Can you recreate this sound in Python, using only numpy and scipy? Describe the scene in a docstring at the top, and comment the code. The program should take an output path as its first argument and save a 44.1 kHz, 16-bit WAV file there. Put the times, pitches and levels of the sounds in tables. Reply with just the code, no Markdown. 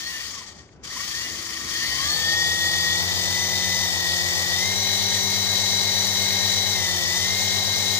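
"""Over a wooden table, a hand-held toy helicopter runs close to a pair of microphone ports.
Two small motors drive two counter-rotating rotors through plastic gears: they coast down, restart,
spin up in steps and hold, with a late dip. Shaft orders are sines that whine through the shell,
gear rattle is uneven shell-coloured noise, blades thrum as beating sines in a rush of air noise,
and behind them lie low rumble and a faint hum."""
import sys
import numpy as np
from scipy import signal
from scipy.fft import rfft, irfft
from scipy.io import wavfile

SR = 44100
rng = np.random.default_rng(int(sys.argv[2]) if len(sys.argv) > 2 else 0)


def log_audio(samples):
    """Write samples as a 16-bit WAV file to the path given in sys.argv[1]."""
    # one column per channel
    frames = np.atleast_2d(samples).T
    # limit to full scale, then quantise
    limited = np.clip(frames, -1, 1)
    pcm = np.round(limited * 32767).astype(np.int16)
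    wavfile.write(sys.argv[1], SR, pcm)


N = 352471   # samples, about 8 s
GEAR_RATIO = 84 / 8   # motor shaft turns for one rotor turn
PULL_LIMIT = 40   # most that the throttle counts as ahead of or behind the speed, turns per s


def from_db(db):
    """dB to gain."""
    return 10 ** (np.asarray(db) / 20)


def rms_one(x):
    """Scale to rms 1."""
    return x / np.sqrt(np.mean(x ** 2) + 1e-20)


def in_time(rows):
    """Columns of a curve table, one value a sample."""
    s, *columns = np.transpose(rows)
    return [np.interp(np.arange(N) / SR, s, column) for column in columns]


def at_hz(points, hz):
    """Read a spectrum on a log-frequency axis."""
    point_hz, value = np.transpose(points)
    return np.interp(np.log(np.maximum(hz, 1)), np.log(point_hz), value)


def drift(rate):
    """Slow chance of spread 1: noise through two equal low-pass poles at rate Hz, one value in 40 samples."""
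    pole = np.exp(-80 * np.pi * rate / SR)
    noise = rng.standard_normal(N // 40 + 2002)
    slow = signal.lfilter([1], [1, -2 * pole, pole * pole], noise)[2000:]   # without the settling start
    return np.interp(np.arange(N) / 40, np.arange(len(slow)), rms_one(slow))


def resonance_offset(hz, mode_hz, width_hz):
    """Distance from a shell mode, in half widths."""
    return 2 * (hz - mode_hz) / width_hz


def shell_db(hz, modes):
    """Lift that the plastic shell gives at a frequency: resonant bumps that add in dB."""
    return sum(db / (1 + resonance_offset(hz, mode_hz, width_hz) ** 2) for mode_hz, width_hz, db in modes)


def tone(turns, level_db, pan_db, lead):
    """A stereo sine from a running count of cycles; pan and lead are shared evenly by the ports."""
    side = np.array([[.5], [-.5]])   # left, right
    gain = np.sqrt(2) * from_db(level_db + side * pan_db)
    return gain * np.sin(2 * np.pi * (turns + rng.random()) + side * lead)


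def stereo_noise(colour_db, source):
    """Spectrum of a stereo noise: a shared part reaches the left port first, the right adds its own."""
    # Each row: frequency in Hz, left-right likeness from 0 to 1.
    likeness = [(40, 0.17), (110, 0.99), (300, 0.7), (850, 0.83), (1400, 0.33), (2100, 1), (3500, 0.15),
                (6000, 0.12), (8000, 0.077)]
    # Each row: frequency in Hz, how much louder the left port is in dB.
    left_louder = [(60, 2.5), (200, 2.5), (380, 1.5), (700, .3), (1290, 2.5), (2380, 3.5), (4400, 6.5),
                   (8120, 7), (15000, 9.5)]
    left_lead_s = 0.00012
    hz = np.arange(N // 2 + 1) * SR / N
    shared, own = rfft(source)
    alike = np.clip(at_hz(likeness, hz), 0, 1)
    delayed = shared * np.exp(-2j * np.pi * hz * left_lead_s)
    right = alike * delayed + np.sqrt(1 - alike ** 2) * own
    pan = from_db(at_hz(left_louder, hz) / 2)
    both = from_db(colour_db(hz)) * np.array([shared * pan, right / pan])
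    middle = irfft(both, N).mean(axis=0)
    return hz, both / np.std(middle)


def patchy(hz, spectrum, centres_hz, shared_db, own_db, rate, treble_db=0, slowness=0):
    """Overlapping bands flicker partly together, partly alone; the top bands follow the treble control."""
    # Slow gears knock duller. Each row: frequency in Hz, change in dB at full slowness.
    slow_colour = [(900, 15), (1800, -1), (2600, 4), (3800, -3), (6000, -0.9), (10000, 1), (14000, -5.5)]
    out, together = 0, drift(rate)
    for k, centre_hz in enumerate(centres_hz):
        band = np.interp(np.log(hz + 1), np.log(centres_hz), np.arange(len(centres_hz)) == k)
        gain_db = shared_db * together + own_db * drift(rate)
        gain_db = gain_db + (treble_db if centre_hz > 8000 else 0)
        gain_db = gain_db + slowness * at_hz(slow_colour, centre_hz)
        out = out + from_db(gain_db) * irfft(spectrum * band, N)
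    return out


def motors():
    """Speeds of both shafts, which rotor inertia holds behind the throttle, and how far it runs ahead."""
    # Throttle moves. Each row: start in seconds, stick travel in seconds, speed then asked of the
    # faster motor in turns per s, of the slower motor in turns per s.
    throttle = [(0.004, 0.07, 370.8, 338.3), (0.152, 0.42, 82.0, 76.6), (0.815, 0.02, 280, 257),
                (0.925, 0.02, 345, 316), (1.13, 0.04, 372, 342), (1.26, 0.06, 288, 264),
                (1.68, 0.03, 389.5, 354.5), (1.946, 0.099, 458.5, 425.0), (2.187, 0.152, 473.4, 434.3),
                (2.91, 0.03, 490, 449), (3.2, 0.05, 496.6, 455.5), (3.52, 0.021, 498.5, 459.4),
                (3.72, 0.03, 495, 458), (3.84, 0.03, 475, 440), (4.09, 0.03, 486, 448.2),
                (4.3, 0.1, 481, 446), (4.52, 0.061, 538.5, 494), (4.8, 0.02, 535.1, 490.4),
                (5.338, 0.14, 533.6, 489.4), (6.725, 0.02, 484, 444), (6.95, 0.03, 476, 440),
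                (7.04, 0.03, 506, 464), (7.19, 0.05, 535, 490), (7.42, 0.05, 532.2, 488.2)]
    # Speed at the start in turns per s: faster motor, slower motor.
    start_speeds = (327.9, 302.1)
    spin_lag_s = .1
    s, travel_s, *settles = np.transpose(throttle)
    move_s = np.column_stack([s, s + travel_s]).ravel()
    pole = np.exp(-1 / (spin_lag_s * SR))
    speeds, pulls = [], []
    for start, settle in zip(start_speeds, settles):
        before = np.r_[start, settle[:-1]]
        asked = np.interp(np.arange(N) / SR, move_s, np.column_stack([before, settle]).ravel())
        speed = start + signal.lfilter([1 - pole], [1, -pole], asked - start)
        speeds.append(speed)
        pulls.append(np.clip(asked - speed, -PULL_LIMIT, PULL_LIMIT))
    return speeds, pulls


def slackness(speed):
    """0 with teeth in full contact, 1 when loose: lightly loaded teeth lose contact at low speed."""
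    slack_speed = 318   # turns per s
    return np.clip(8 * (1 - speed / slack_speed), 0, 1)


def motor_tone(order, speed, turns, level_db, swing=0):
    """One shaft order; slack teeth break it up once a rotor turn, its pitch divides it between the ports."""
    # How a tone reaches the ports. Each row: frequency in Hz, left-right difference in dB, left lead in rad.
    ports = [(500, 1.5, .3), (1150, 1.2, .8), (1600, -3, 2.2), (1895, 3, 1.1), (1915, 0, 1.6),
             (1940, 6, 2.2), (1985, 3, 1), (2050, 2, .8), (2140, -1.2, .7), (3100, 6, 3), (3470, 3.5, 2.9),
             (3650, 9, 2.4), (3900, 14, 1.5), (4280, 3, 3.6), (4420, 8, 4.2), (4750, 8, 4.2),
             (5400, 11, 3.8), (5880, 3, 4.1), (6400, 11, 4.3)]
    slack_db = 18   # deepest gap
    hz, pan_db, lead = np.transpose(ports)
    pitch_hz = order * speed
    pan_db = np.interp(pitch_hz, hz, pan_db)
    even_db = -10 * np.log10(np.cosh(pan_db * np.log(10) / 20))   # total power stays the same
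    gap_db = slack_db * slackness(speed) * np.sin(np.pi * turns / GEAR_RATIO) ** 2
    return tone(order * turns + swing, level_db + even_db - gap_db, pan_db, np.interp(pitch_hz, hz, lead))


def room():
    """Low rumble as coloured noise, and a faint hum of steady pitch."""
    # Each row: time in seconds, rumble level in dB, hum level in dB.
    rumble_levels = [(0, -52, -56), (.4, -51, -71), (.85, -48.5, -69), (1.2, -46.5, -53), (1.7, -46, -53),
                     (2.7, -47.5, -53), (4.5, -53, -85), (7.99, -50, -63)]
    # Rumble spectrum. Each row: frequency in Hz, relative dB per Hz.
    rumble_colour = [(15, -30), (30, -14), (70, 2.5), (130, -3.5), (230, -2.5), (400, -7), (600, -11.5),
                     (1000, -17.5), (1500, -19), (3000, -30), (6000, -54), (9000, -80)]
    hum_hz = 329.3
    rumble_db, hum_db = in_time(rumble_levels)
    _, spectrum = stereo_noise(lambda f: at_hz(rumble_colour, f), rng.standard_normal((2, N)))
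    rumble = from_db(rumble_db + 1.5 * drift(4)) * irfft(spectrum, N)
    hum = tone(hum_hz * np.arange(N) / SR, hum_db + 1.5 * drift(4), 1.5, .2)
    return rumble + hum


def gear_catch():
    """The coasting gears catch once: a short dry tick of decaying sines rings in the shell."""
    # Each row: start in seconds, level of each ringing mode in dB ahead of its rise and decay.
    catches = [(0.6912, -43.5)]
    # Ringing frequencies in Hz.
    ringing_hz = (1878, 2150)
    out = 0
    for s, db in catches:
        since = np.maximum(np.arange(N) / SR - s, 0)
        shape = (1 - np.exp(-since / .0005)) * from_db(db - 60 * since / .014)   # falls 60 dB in 14 ms
        out = out + shape * sum(np.sin(2 * np.pi * ring_hz * since) for ring_hz in ringing_hz)
    return out


def blades(speeds, turns):
    """Two blades a rotor thrum and beat; upper and lower blades crossing give sum tones; air rushes past."""
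    # Each row: multiple of faster rotor, multiple of slower rotor, relative level in dB,
    # left-right difference in dB, left lead in rad.
    blade_tones = [(2, 0, 0.1, 4.5, 1.25), (0, 2, -.5, 4.5, -1.8), (1, 2, -16, 3.0, .1),
                   (2, 2, -2.5, 2.8, .4), (0, 8, -18, 1.5, .3), (4, 4, -7, 2.1, .25), (6, 6, -13, .3, .1),
                   (8, 8, -12, .2, .8)]
    # Each row: faster motor in turns per s, air level in dB, thrum level in dB.
    rotor_by_speed = [(90, -84, -71), (150, -59, -71), (250, -57.5, -67), (353, -56, -61),
                      (372, -48, -47.5), (454, -42, -44), (485, -39, -40.5), (535, -38.5, -39)]
    # Air spectrum. Each row: frequency in Hz, relative dB per Hz.
    air_colour = [(15, -30), (40, -14), (65, -16), (130, -12.5), (230, -14.5), (330, -15.5), (450, -9),
                  (620, -8.5), (850, -5), (1050, -10.5), (1400, -24), (3000, -69)]
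    fast, slow = np.array(turns) / GEAR_RATIO
    speed, *levels = np.transpose(rotor_by_speed)
    air_db, thrum_db = [np.interp(speeds[0], speed, db) for db in levels]
    thrum = 0
    for fast_multiple, slow_multiple, db, pan_db, lead in blade_tones:
        cycles = fast_multiple * fast + slow_multiple * slow
        thrum = thrum + tone(cycles, thrum_db + db + .9 * drift(3), pan_db, lead)
    hz, spectrum = stereo_noise(lambda f: at_hz(air_colour, f), rng.standard_normal((2, N)))
    air = patchy(hz, spectrum, np.geomspace(40, 1200, 6), 0.22, 0.56, 22.0)
    return thrum + from_db(air_db) * air


def gear_rattle(speeds, turns, rattle_db):
    """Loose teeth knock densely and unevenly; the knocking swells once a turn of each main gear."""
    # Knocking spectrum. Each row: frequency in Hz, relative dB per Hz.
    knock_colour = [(500, -54), (800, -47), (1100, -15.5), (1500, -16.5), (2300, -8), (2700, -12.5),
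                    (3200, -3.5), (4300, -2), (6600, -2), (7700, -7.5), (8400, -14), (11000, -16.5),
                    (13600, -17.5), (14900, -11.5), (15600, -9)]
    # Shell modes at every speed. Each row: frequency in Hz, width in Hz, lift in dB.
    shell_modes = [(1140, 530, 2.5), (1868, 200, 14), (3110, 230, 2.5), (3720, 58, 6.5), (4360, 270, 4),
                   (6130, 200, -1.5)]
    # Shell modes that stand out while the gears turn slowly. Each row: frequency in Hz, width in Hz, lift in dB.
    slow_modes = [(1130, 320, -0.5), (1450, 300, 0.5), (2100, 300, 2), (3530, 120, 2), (3700, 250, -5.5),
                  (4300, 230, -6.5), (4580, 530, 5.5), (5440, 140, 1), (5780, 110, 5.5), (6800, 290, 3.5),
                  (7240, 960, -3.5)]
    slow_below, slow_fade = 445, 50   # turns per s where those start to show, and over how many they grow
    coast_below, coast_fade = 260, 110   # the same in turns per s for nearly idle teeth knocking in bursts
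    clatter_db = 2.2   # spread of the bursts
    dull_below_db, dulling = -33.5, 1   # under this rattle level the treble loses 1 dB more per dB

    coasting = np.clip((coast_below - speeds[0]) / coast_fade, 0, 1)
    swell_db = sum(db * np.sin(2 * np.pi * count / GEAR_RATIO) for count, db in zip(turns, (.5, .8)))
    uneven_db = 0.33 * drift(400) + clatter_db * coasting * drift(35)
    knocks = rng.standard_normal((2, N)) * from_db(uneven_db) * from_db(swell_db)
    hz, spectrum = stereo_noise(lambda f: at_hz(knock_colour, f) + shell_db(f, shell_modes), knocks)

    slowness = np.minimum(2 * (1 - speeds[0] / speeds[0].max()), 1)   # full at half of top speed
    treble_db = dulling * np.minimum(rattle_db - dull_below_db, 0)
    rattle = patchy(hz, spectrum, np.geomspace(900, 14000, 10), 0.32, 1.0, 14.0, treble_db, slowness)
    ringing = irfft(rfft(rattle) * from_db(shell_db(hz, slow_modes)), N)
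    share = np.clip((slow_below - speeds[0]) / slow_fade, 0, 1)
    return from_db(rattle_db) * (rattle + share * (ringing - rattle))


def shaft_orders(speeds, turns, pulls, effort_db):
    """Weaker orders stand out as they glide through shell modes, and flicker as the teeth chatter."""
    # Each row: motor (0 faster, 1 slower), shaft order, relative level in dB.
    orders = [(0, 3, -11.5), (0, 5, -10), (1, 9, -15.5), (0, 10, -9), (1, 4, -18), (1, 3, -1),
              (1, 5, -15.5), (1, 6, -8.5), (1, 7, -12), (1, 10, -13), (1, 13, -11), (1, 14, -12)]
    # Narrow shell modes that pick single orders out. Each row: frequency in Hz, width in Hz, level in dB.
    tone_modes = [(1140, 160, -14), (1590, 56, -8), (1860, 115, 3.5), (1990, 120, -3), (2500, 62, -22),
                  (3300, 280, -5), (4370, 140, 2), (4750, 600, -3), (5550, 200, -1), (6000, 300, 0),
                  (6510, 150, -0.5), (7370, 420, -19)]
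    order_pull_db = .09   # gain in dB per turn per s by which the throttle runs ahead
    out = 0
    for motor, order, db in orders:
        motor, order = round(motor), round(order)
        speed, count = speeds[motor], turns[motor]
        pitch_hz = order * speed[::64]   # the shell's colour is worked out every 64 samples
        power = sum(from_db(2 * mode_db) / (1 + resonance_offset(pitch_hz, mode_hz, width_hz) ** 4)
                    for mode_hz, width_hz, mode_db in tone_modes)
        colour_db = np.repeat(10 * np.log10(power), 64)[:N]
        swing = 0.0072 * order * np.sin(2 * np.pi * count / GEAR_RATIO)   # an uneven main gear, in cycles
        level_db = effort_db + db + colour_db + order_pull_db * pulls[motor] + 3 * drift(14)
        out = out + motor_tone(order, speed, count, level_db, swing)
    return out


def whines(speeds, turns, pulls):
    """The loud orders; an uneven main gear swings pitch and strength once a rotor turn."""
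    # Each row: motor (0 faster, 1 slower), shaft order, phase swing over a rotor turn in cycles,
    # level swing in dB, quick waver in dB, slow fading in dB.
    whine_kinds = [(0, 4, .03, 1, 2, .6), (0, 8, .08, 0, 2, 3), (1, 8, .12, 3, 1.5, .5),
                   (1, 11, .25, 0, 3, 1), (1, 12, .03, 0, 2.5, .7), (0, 12, .05, 0, 2.5, 1)]
    # How strongly each whine sounds at the pitch it has reached: one curve a whine, in the same order.
    # Each row of a curve: frequency in Hz, level in dB.
    whine_by_pitch = [
        [(700, -90), (980, -44), (1170, -40), (1270, -70), (1480, -66), (1620, -41), (1750, -37), (1840, -27),
         (1895, -26), (1915, -29), (1940, -31), (1960, -33), (1985, -30.5), (2015, -34), (2050, -32),
         (2100, -31), (2135, -38)],
        [(1200, -90), (1900, -55), (2700, -60), (2900, -37), (3100, -33), (3550, -34), (3680, -48), (4000, -50),
         (4270, -44)],
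        [(1100, -90), (2000, -50), (2500, -54), (2800, -62), (3200, -45), (3380, -30), (3480, -29), (3570, -34),
         (3660, -31), (3730, -34), (3850, -31), (3915, -27)],
        [(1500, -90), (3000, -58), (3900, -55), (4350, -32), (4700, -30), (4900, -39), (5030, -38), (5380, -44)],
        [(1700, -85), (3300, -62), (4300, -58), (5200, -50), (5330, -41), (5400, -36.5), (5500, -37),
         (5545, -31.5), (5640, -32), (5760, -35), (5855, -37), (5872, -31.5)],
        [(3000, -90), (5000, -56), (5500, -39), (5680, -43), (5800, -38), (5980, -35.5), (6100, -41),
         (6400, -43)],
    ]
    # Gain of each whine in dB per turn per s by which the throttle runs ahead of the speed.
    whine_pull_db = [0.05, .12, .03, .1, 0, .05]
    idle_db = 16   # slack teeth hardly touch while the speed neither rises nor falls
    out = 0
    for kind, by_pitch, pull_db in zip(whine_kinds, whine_by_pitch, whine_pull_db):
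        motor, order, swing, swing_db, waver_db, fade_db = kind
        speed, count, pull = speeds[motor], turns[motor], pulls[motor]
        rotor = 2 * np.pi * count / GEAR_RATIO
        idle = slackness(speed) * (1 - np.abs(pull) / PULL_LIMIT)
        level_db = at_hz(by_pitch, order * speed) + pull_db * pull - idle_db * idle
        level_db = level_db + fade_db * drift(0.99) + swing_db * np.cos(rotor) + waver_db * drift(27)
        out = out + motor_tone(order, speed, count, level_db, swing * np.sin(rotor))
    return out


def scene():
    """All sources at the two ports."""
    # Gear rattle. Each row: time in seconds, level in dB.
    rattle_level = [(0.0, -34), (0.27, -34), (0.44, -40.5), (0.64, -52.5), (0.8, -72), (0.826, -63),
                    (0.838, -37.5), (0.88, -38.5), (0.98, -31.5), (1.23, -31.5), (1.28, -33), (1.67, -32.5),
                    (1.71, -29.5), (1.93, -28), (2.0, -28), (3.7, -27.5), (4.4, -27.5), (5.1, -27),
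                    (6.4, -27), (7.1, -27), (7.99, -27)]
    speed_jitter = .011   # turns (rms) by which a shaft runs ahead or behind
    speeds, pulls = motors()
    turns = [np.cumsum(speed) / SR + speed_jitter * drift(4.4) for speed in speeds]
    rattle_db, = in_time(rattle_level)
    background = room() + gear_catch() + blades(speeds, turns)
    gears = gear_rattle(speeds, turns, rattle_db)
    return background + gears + shaft_orders(speeds, turns, pulls, rattle_db) + whines(speeds, turns, pulls)


def record(dry):
    """A steep elliptic low-pass cuts the top at 15.5 kHz."""
    return signal.sosfilt(signal.ellip(12, .5, 80, 15500, fs=SR, output="sos"), dry)


dry = scene()
out = record(dry)
log_audio(out)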